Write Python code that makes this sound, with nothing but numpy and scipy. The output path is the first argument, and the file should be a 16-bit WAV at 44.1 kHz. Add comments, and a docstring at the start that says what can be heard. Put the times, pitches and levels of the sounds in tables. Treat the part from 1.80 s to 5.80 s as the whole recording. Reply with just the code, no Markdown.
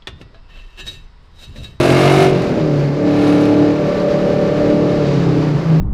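"""Inside an old V8 coupe on an open road. The engine roars at full throttle, drops through a gear change,
pulls again, settles to a cruise and finally runs down off the throttle, setting the cabin booming.
Its note is a stack of orders, multiples of the four-stroke cycle rate, fluttering with uneven combustion;
the firings puff out rasp and hiss and shake pipes and metal. A few short bright clacks cut through.
Tyres rumble, wind hisses and the drive line whines underneath; an oncoming car brushes past."""
import sys
import numpy as np
from scipy import signal
from scipy.fft import rfft, irfft
from scipy.io import wavfile

SR = 44100
rng = np.random.default_rng(int(sys.argv[2]) if len(sys.argv) > 2 else 0)


def log_audio(samples):
    """Write samples as a 16-bit WAV file to the path given in sys.argv[1]."""
    # one column per channel
    frames = np.atleast_2d(samples).T
    # limit to full scale, then quantise
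    limited = np.clip(frames, -1, 1)
    pcm = np.round(limited * 32767).astype(np.int16)
    wavfile.write(sys.argv[1], SR, pcm)


N = 176400
TIME = np.arange(N) / SR

# Fader for the full-throttle roar and growl. Each row: time in seconds, level in dB.
ROAR_FADER = [(0, -19.5), (.2, -20.5), (.43, -18), (.5, -24), (.56, -33), (.63, -66)]
# Fader for the mechanical singing and the thin tone beside it. Each row: time in seconds, level in dB.
SINGING_FADER = [(1.1, -46), (1.3, -36), (1.7, -38.5), (2.2, -37), (3.101, -37.5), (3.4, -41)]


def from_db(db):
    """Decibels to gain."""
    return 10 ** (np.asarray(db) / 20)


def rms_one(x):
    """Scale to unit power."""
    return x / np.sqrt(np.mean(x ** 2) + 1e-20)


def in_time(rows):
    """A control curve at every sample."""
    return np.interp(TIME, *np.transpose(rows))


def at_hz(points, hz):
    """Read a spectrum on a log-frequency axis."""
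    f, db = np.transpose(points)
    return np.interp(np.log(hz + 1e-3), np.log(f), db)


def drift(rate_hz):
    """Slow random motion of spread 1."""
    hop, warm_up = 40, 2000
    r = np.exp(-2 * np.pi * hop * rate_hz / SR)
    white = rng.standard_normal(N // hop + warm_up + 2)
    slow = signal.lfilter([1], [1, -2 * r, r * r], white)[warm_up:]
    return np.interp(np.arange(N) / hop, np.arange(len(slow)), rms_one(slow))


def coloured(x, colour):
    """Give a steady sound a spectrum; unit power."""
    hz = np.arange(N // 2 + 1) * SR / N
    return rms_one(irfft(rfft(x) * from_db(at_hz(colour, hz)), N))


def noise(colour):
    """Steady noise with a spectrum."""
    return coloured(rng.standard_normal(N), colour)


def tyres():
    """Tyres rolling on the road lay down a bed of rumble."""
    # Swell of the rumble. Each row: time in seconds, level in dB.
    fader = [(0, -23), (.6, -20), (1.1, -23), (1.8, -22.5), (2.4, -22.5), (3.2, -20), (4, -23)]
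    # Its dark tone. Each row: frequency in Hz, relative level in dB.
    colour = [(20, -12), (35, -9), (60, -3), (85, -7), (115, 1), (160, 8.5), (210, 2), (400, 1.5),
              (600, -4), (850, -12), (1200, -21.5), (2500, -65.5)]
    return from_db(in_time(fader)) * noise(colour)


def wind():
    """Air rushes round the windows, wavering slightly."""
    # Tone of the rush. Each row: frequency in Hz, relative level in dB.
    colour = [(500, -0.5), (900, 2.5), (1300, 1.5), (1800, -1), (2600, -5), (3400, -10), (4700, -9),
              (6000, -16.5), (7700, -24), (9000, -39.5), (10800, -31), (12200, -34.5), (14000, -42.5)]
    return from_db(-33 + 1.2 * drift(9.2)) * noise(colour)


def driveline_whine(hz=558.6):
    """The drive line holds one wavering pitch, loudest at the cruise."""
    # Swell of the whine. Each row: time in seconds, relative level in dB.
    fader = [(0, -10), (1.2, -2.5), (1.4, -11.5), (1.94, -10), (2.08, 4), (2.62, 5.5), (3, -6), (4, -7.5)]
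    level = from_db(-28 + in_time(fader) + drift(11))
    return level * np.sqrt(2) * np.sin(2 * np.pi * hz * TIME + 0.71 * drift(6.4))


def oncoming_car(nearest_s=3.33, half_width_s=0.13):
    """A swish swells and fades as the other car goes by."""
    # Tone of the swish. Each row: frequency in Hz, relative level in dB.
    colour = [(400, -0.5), (1200, 1.5), (2500, -2), (4500, -1.5), (7500, -16.5), (11000, -40)]
    swell = from_db(-35.5) / (1 + ((TIME - nearest_s) / half_width_s) ** 2)
    return swell * noise(colour)


def thin_tone(hz=1159):
    """A faint high tone swells with the mechanical singing."""
    level = from_db(in_time(SINGING_FADER) - 4)
    return level * np.sqrt(2) * np.sin(2 * np.pi * hz * TIME + drift(4))


def clacks(decay_s=0.0059):
    """Short bright clacks: rattles under load, a crack as the throttle lifts, a clack at the gear change."""
    # The hits. Each row: start in seconds, peak level in dB.
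    hits = [(.383, -31), (.497, -30), (.621, -33), (1.481, -35), (1.618, -35), (1.654, -30)]
    # Their bright tone. Each row: frequency in Hz, relative level in dB.
    colour = [(600, -20), (2800, 4), (11000, -17.5), (15000, -28)]
    envelope = sum(from_db(db) * (TIME > s) * np.exp(-np.abs(TIME - s) / decay_s) for s, db in hits)
    return envelope * noise(colour)


def firing_puffs(cycles, depth=0.2, uneven_db=1.5):
    """An envelope with one puff of gas per firing, each cylinder with its own strength."""
    # Punch of the cylinders in firing order. Each entry: relative level in dB.
    cylinders_db = [2, -2, 1, -3, 2, -1, -3, 0]
    firings = len(cylinders_db) * cycles
    cylinder = firings.astype(int) % len(cylinders_db)
    strength = from_db(np.array(cylinders_db)[cylinder] + uneven_db * drift(90))
    return rms_one(1 - depth + 2 * depth * strength * np.sin(np.pi * firings) ** 2)


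def resonance(cycles, hz, width_hz):
    """The firings shake a narrow resonance; unit power."""
    r = np.exp(-np.pi * width_hz / SR)
    shake = rng.standard_normal(N) * firing_puffs(cycles)
    return rms_one(signal.lfilter([1, 0, -1], [1, -2 * r * np.cos(2 * np.pi * hz / SR), r * r], shake))


def intake_hiss(cycles):
    """The intake hisses under load, pulsing with the firings."""
    # Swell of the hiss. Each row: time in seconds, level in dB.
    fader = [(0, -36.5), (.25, -37.5), (.44, -36), (.53, -57), (.63, -52), (.8, -68), (1.2, -71.5),
             (1.45, -46.5), (1.65, -51.5), (1.9, -67)]
    # Its airy tone. Each row: frequency in Hz, relative level in dB.
    colour = [(3000, 1.5), (6000, 5), (8000, 5.5), (10300, 5), (12500, -4), (15500, -8.5)]
    return from_db(in_time(fader) + drift(26)) * noise(colour) * firing_puffs(cycles)


def bonnet_ring(cycles):
    """Metal under the bonnet rings at full throttle."""
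    # Swell of the ring. Each row: time in seconds, level in dB.
    fader = [(0, -40), (.24, -26), (.48, -36), (.56, -56), (1.5, -46), (2.1, -54)]
    return from_db(in_time(fader)) * resonance(cycles, hz=2135, width_hz=36)


def pipe_growl(cycles):
    """The pipes resonate along with the roar."""
    # Pipe resonances. Each row: frequency in Hz, width in Hz, offset from the roar fader in dB.
    pipes = [(375, 21, -12.5), (704, 32, -9.5)]
    roar_db = in_time(ROAR_FADER)
    return sum(from_db(roar_db + db) * resonance(cycles, hz, width) for hz, width, db in pipes)


def rasp(cycles, points_per_cycle=300, clatter_band_hz=(930, 3950)):
    """Mechanical clatter that repeats every cycle, with noise puffed out by the firings."""
    # Swell of the rasp. Each row: time in seconds, level in dB.
    fader = [(0, -20), (.25, -18.5), (.46, -20), (.51, -27.5), (.8, -38), (1.1, -54), (1.3, -33.5),
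             (1.48, -27), (1.75, -32.5), (2, -35.5), (3.15, -36.5), (3.5, -36), (4, -48)]
    # Its midrange bite. Each row: frequency in Hz, relative level in dB.
    colour = [(500, -11.5), (720, 10.5), (900, 2), (1130, 2.5), (1450, 1), (1950, -6), (2150, -3),
              (2500, -2), (2900, -4), (3300, -9), (3850, -5), (6000, -13.5), (9000, -30), (15000, -44)]
    pattern = signal.resample(rng.standard_normal(points_per_cycle), 8 * points_per_cycle)
    looped = np.interp(cycles, np.arange(len(pattern)) / len(pattern), pattern, period=1)
    band = signal.butter(4, clatter_band_hz, "band", fs=SR, output="sos")
    clatter = signal.sosfilt(band, coloured(looped, colour))
    puffs = coloured(rng.standard_normal(N) * firing_puffs(cycles), colour)
    return from_db(in_time(fader)) * (from_db(-1) * clatter + from_db(-3) * puffs)


def engine_orders(cycles, count):
    """For each multiple of the cycle rate, a clean line and a fluttering one from uneven combustion."""
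    clean, ragged = [], []
    for k in range(1, count + 1):
        angle = 2 * np.pi * (k * cycles + rng.random())
        sine = np.sin(angle)
        clean.append(np.sqrt(2) * sine)
        ragged.append(drift(13) * sine + drift(7.2) * np.cos(angle))
    return np.array(clean), np.array(ragged)


def order_stack(orders, voicing, fader, flutter):
    """A set of engine orders under one fader."""
    clean, ragged = orders
    note = sum(from_db(db) * (clean[k - 1] + flutter * ragged[k - 1]) for k, db in voicing)
    return from_db(in_time(fader)) * note


def singing(orders):
    """High orders give a thin mechanical singing at steady speed."""
    # The singing lines. Each row: order, relative level in dB.
    voicing = [(32, -4.5), (33, -12), (48, -9.5)]
    return order_stack(orders, voicing, SINGING_FADER, flutter=0.44)


def cabin_boom(orders, cycle_hz, boom_hz=156.5, width_hz=10, count=8):
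    """The air in the cabin resonates with the nearest low order."""
    # Swell of the boom. Each row: time in seconds, level in dB.
    fader = [(0, -33), (.48, -27), (.58, -16), (.7, -45), (.84, -21), (.93, -17), (1.04, -16),
             (1.16, -22.5), (1.3, -43.5), (3.1, -30), (3.25, -23), (3.5, -25), (3.7, -22), (3.81, -25.5),
             (3.89, -12), (4, -10.5)]
    # Its raggedness. Each row: time in seconds, gain of the flutter.
    flutter = [(1.1, .1), (3.2, .3), (3.75, .25), (3.85, .05)]
    clean, ragged = orders
    order_hz = np.arange(1, count + 1)[:, None] * cycle_hz
    gains = 1 / (1 + (2 * (order_hz - boom_hz) / width_hz) ** 2) ** 2
    gains = gains / np.sqrt((gains ** 2).sum(axis=0))
    lines = clean[:count] + in_time(flutter) * ragged[:count]
    return from_db(in_time(fader)) * (gains * lines).sum(axis=0)


def burble(orders, cycle_hz, fader, colour, flutter, count, lumpy_db=1.5):
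    """Ragged orders slide through the fixed resonances of pipes and cabin, swinging in level."""
    clean, ragged = orders
    order_hz = np.arange(1, count + 1)[:, None] * cycle_hz
    gains = from_db(at_hz(colour, order_hz))
    gains = gains / np.sqrt((gains ** 2).sum(axis=0) * (1 + flutter ** 2))
    note = (gains * (clean[:count] + flutter * ragged[:count])).sum(axis=0)
    return from_db(in_time(fader) + lumpy_db * drift(25)) * note


def overrun(orders, cycle_hz):
    """Throttle shut: the engine burbles through the gear change, and again as it coasts."""
    # Swell of each burble. Each row: time in seconds, level in dB.
    shift_fader = [(.45, -21.5), (.56, -19.5), (.72, -18.5), (.93, -20.5), (1.12, -28), (1.3, -48)]
    coast_fader = [(3.08, -36.5), (3.24, -19), (3.58, -14.5), (3.78, -23), (3.86, -31), (4, -23)]
    # Pipe and cabin resonances for each. Each row: frequency in Hz, relative level in dB.
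    shift_colour = [(60, -18), (120, -2.5), (200, -17), (248, 7), (280, -3), (310, 7.5), (345, -4),
                    (380, 8.5), (420, -0.5), (465, 2.5), (530, -11.5), (600, 4.5), (680, -25), (900, -23.5)]
    coast_colour = [(60, -15.5), (105, -9), (133, 12), (190, -4.5), (230, -13.5), (292, 10.5), (340, -7),
                    (385, -3.5), (455, 0.5), (515, -25), (575, -9), (680, -29.5), (900, -23)]
    return (burble(orders, cycle_hz, shift_fader, shift_colour, flutter=0.3, count=24)
            + burble(orders, cycle_hz, coast_fader, coast_colour, flutter=0.5, count=28))


def exhaust(orders):
    """Throttle open: the exhaust note blends between roar, pull and cruise."""
    # Voicing of each throttle state. Each row: order, relative level in dB.
    roar = [(2, -14.5), (3, -2.5), (4, -17), (5, -25.5), (6, -11), (7, -5), (8, -1.5), (9, -19), (10, -12),
            (11, -18.5), (12, -12.5), (13, -17), (14, -7.5), (15, -4.5), (16, -11), (18, -25)]
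    pull = [(3, -13.5), (4, -23), (5, -13), (6, -20.5), (7, -22), (8, 0), (9, -13), (10, -18.5), (11, -24),
            (12, -11.5), (13, -16.5), (14, -25), (15, -14), (16, -22.5), (17, -16.5), (18, -25.5),
            (20, -22.5), (22, -21), (23, -23.5)]
    cruise = [(1, -25.5), (2, -24.5), (3, -18), (4, -15.5), (5, -3.5), (6, -7.5), (7, -15), (8, -13),
              (9, -9.5), (10, -16), (11, -6), (12, -8), (13, -4), (14, -16.5), (15, -18), (16, 1.5),
              (17, -17.5), (18, -23), (19, -23), (20, -26), (21, -17.5)]
    # Swells of the pull and the cruise. Each row: time in seconds, level in dB.
    pull_fader = [(1.1, -36), (1.25, -16.5), (1.5, -14.5), (1.7, -13), (1.88, -15), (2.03, -30), (2.6, -59),
                  (2.8, -20.5), (3.05, -19), (3.25, -36.5), (3.4, -49)]
    cruise_fader = [(1.05, -61.5), (1.2, -32), (1.5, -36), (1.95, -27.5), (2.04, -24), (2.5, -20.5),
                    (2.9, -24), (3.18, -26.5), (3.3, -31.5), (3.6, -69)]
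    return (order_stack(orders, roar, ROAR_FADER, flutter=0.36)
            + order_stack(orders, pull, pull_fader, flutter=0.25)
            + order_stack(orders, cruise, cruise_fader, flutter=0.35))


def engine(lope_db=1.5, lope_peak_cycles=0.62):
    """All engine layers ride on one slightly unsteady crank speed."""
    # The revs. Each row: time in seconds, four-stroke cycles per second.
    revs = [(0, 43.6), (.12, 44.6), (.3, 47.2), (.42, 47.8), (.52, 47.4), (.61, 42.2), (.69, 41.9),
            (.8, 39.5), (.9, 37.4), (1.04, 35.4), (1.24, 36.7), (1.5, 36.7), (1.75, 37.0), (2.3, 36.8),
            (3.18, 37.05), (3.35, 35.2), (3.55, 32.4), (3.85, 27.0), (4, 26.4)]
    cycle_hz = in_time(revs) * (1 + 0.00197 * drift(14.3))
    cycles = np.cumsum(cycle_hz) / SR
    orders = engine_orders(cycles, count=48)
    hiss = intake_hiss(cycles)
    note = exhaust(orders) + singing(orders) + overrun(orders, cycle_hz) + cabin_boom(orders, cycle_hz)
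    grit = hiss + pipe_growl(cycles) + bonnet_ring(cycles) + rasp(cycles)
    lope = from_db(lope_db * np.cos(2 * np.pi * (cycles - lope_peak_cycles)))  # one swell a cycle
    return note + lope * grit


def scene():
    """Engine and road at the driver's head, in mono."""
    return (engine() + tyres() + wind() + driveline_whine() + oncoming_car() + thin_tone() + clacks())[None]


def record(dry):
    """Peaks over full scale are clipped and the top is cut, 70 dB down from 16.7 kHz."""
    top_cut = signal.cheby2(12, 70, 16700, fs=SR, output="sos")
    return signal.sosfilt(top_cut, np.clip(dry, -1, 1))


dry = scene()
out = record(dry)
log_audio(out)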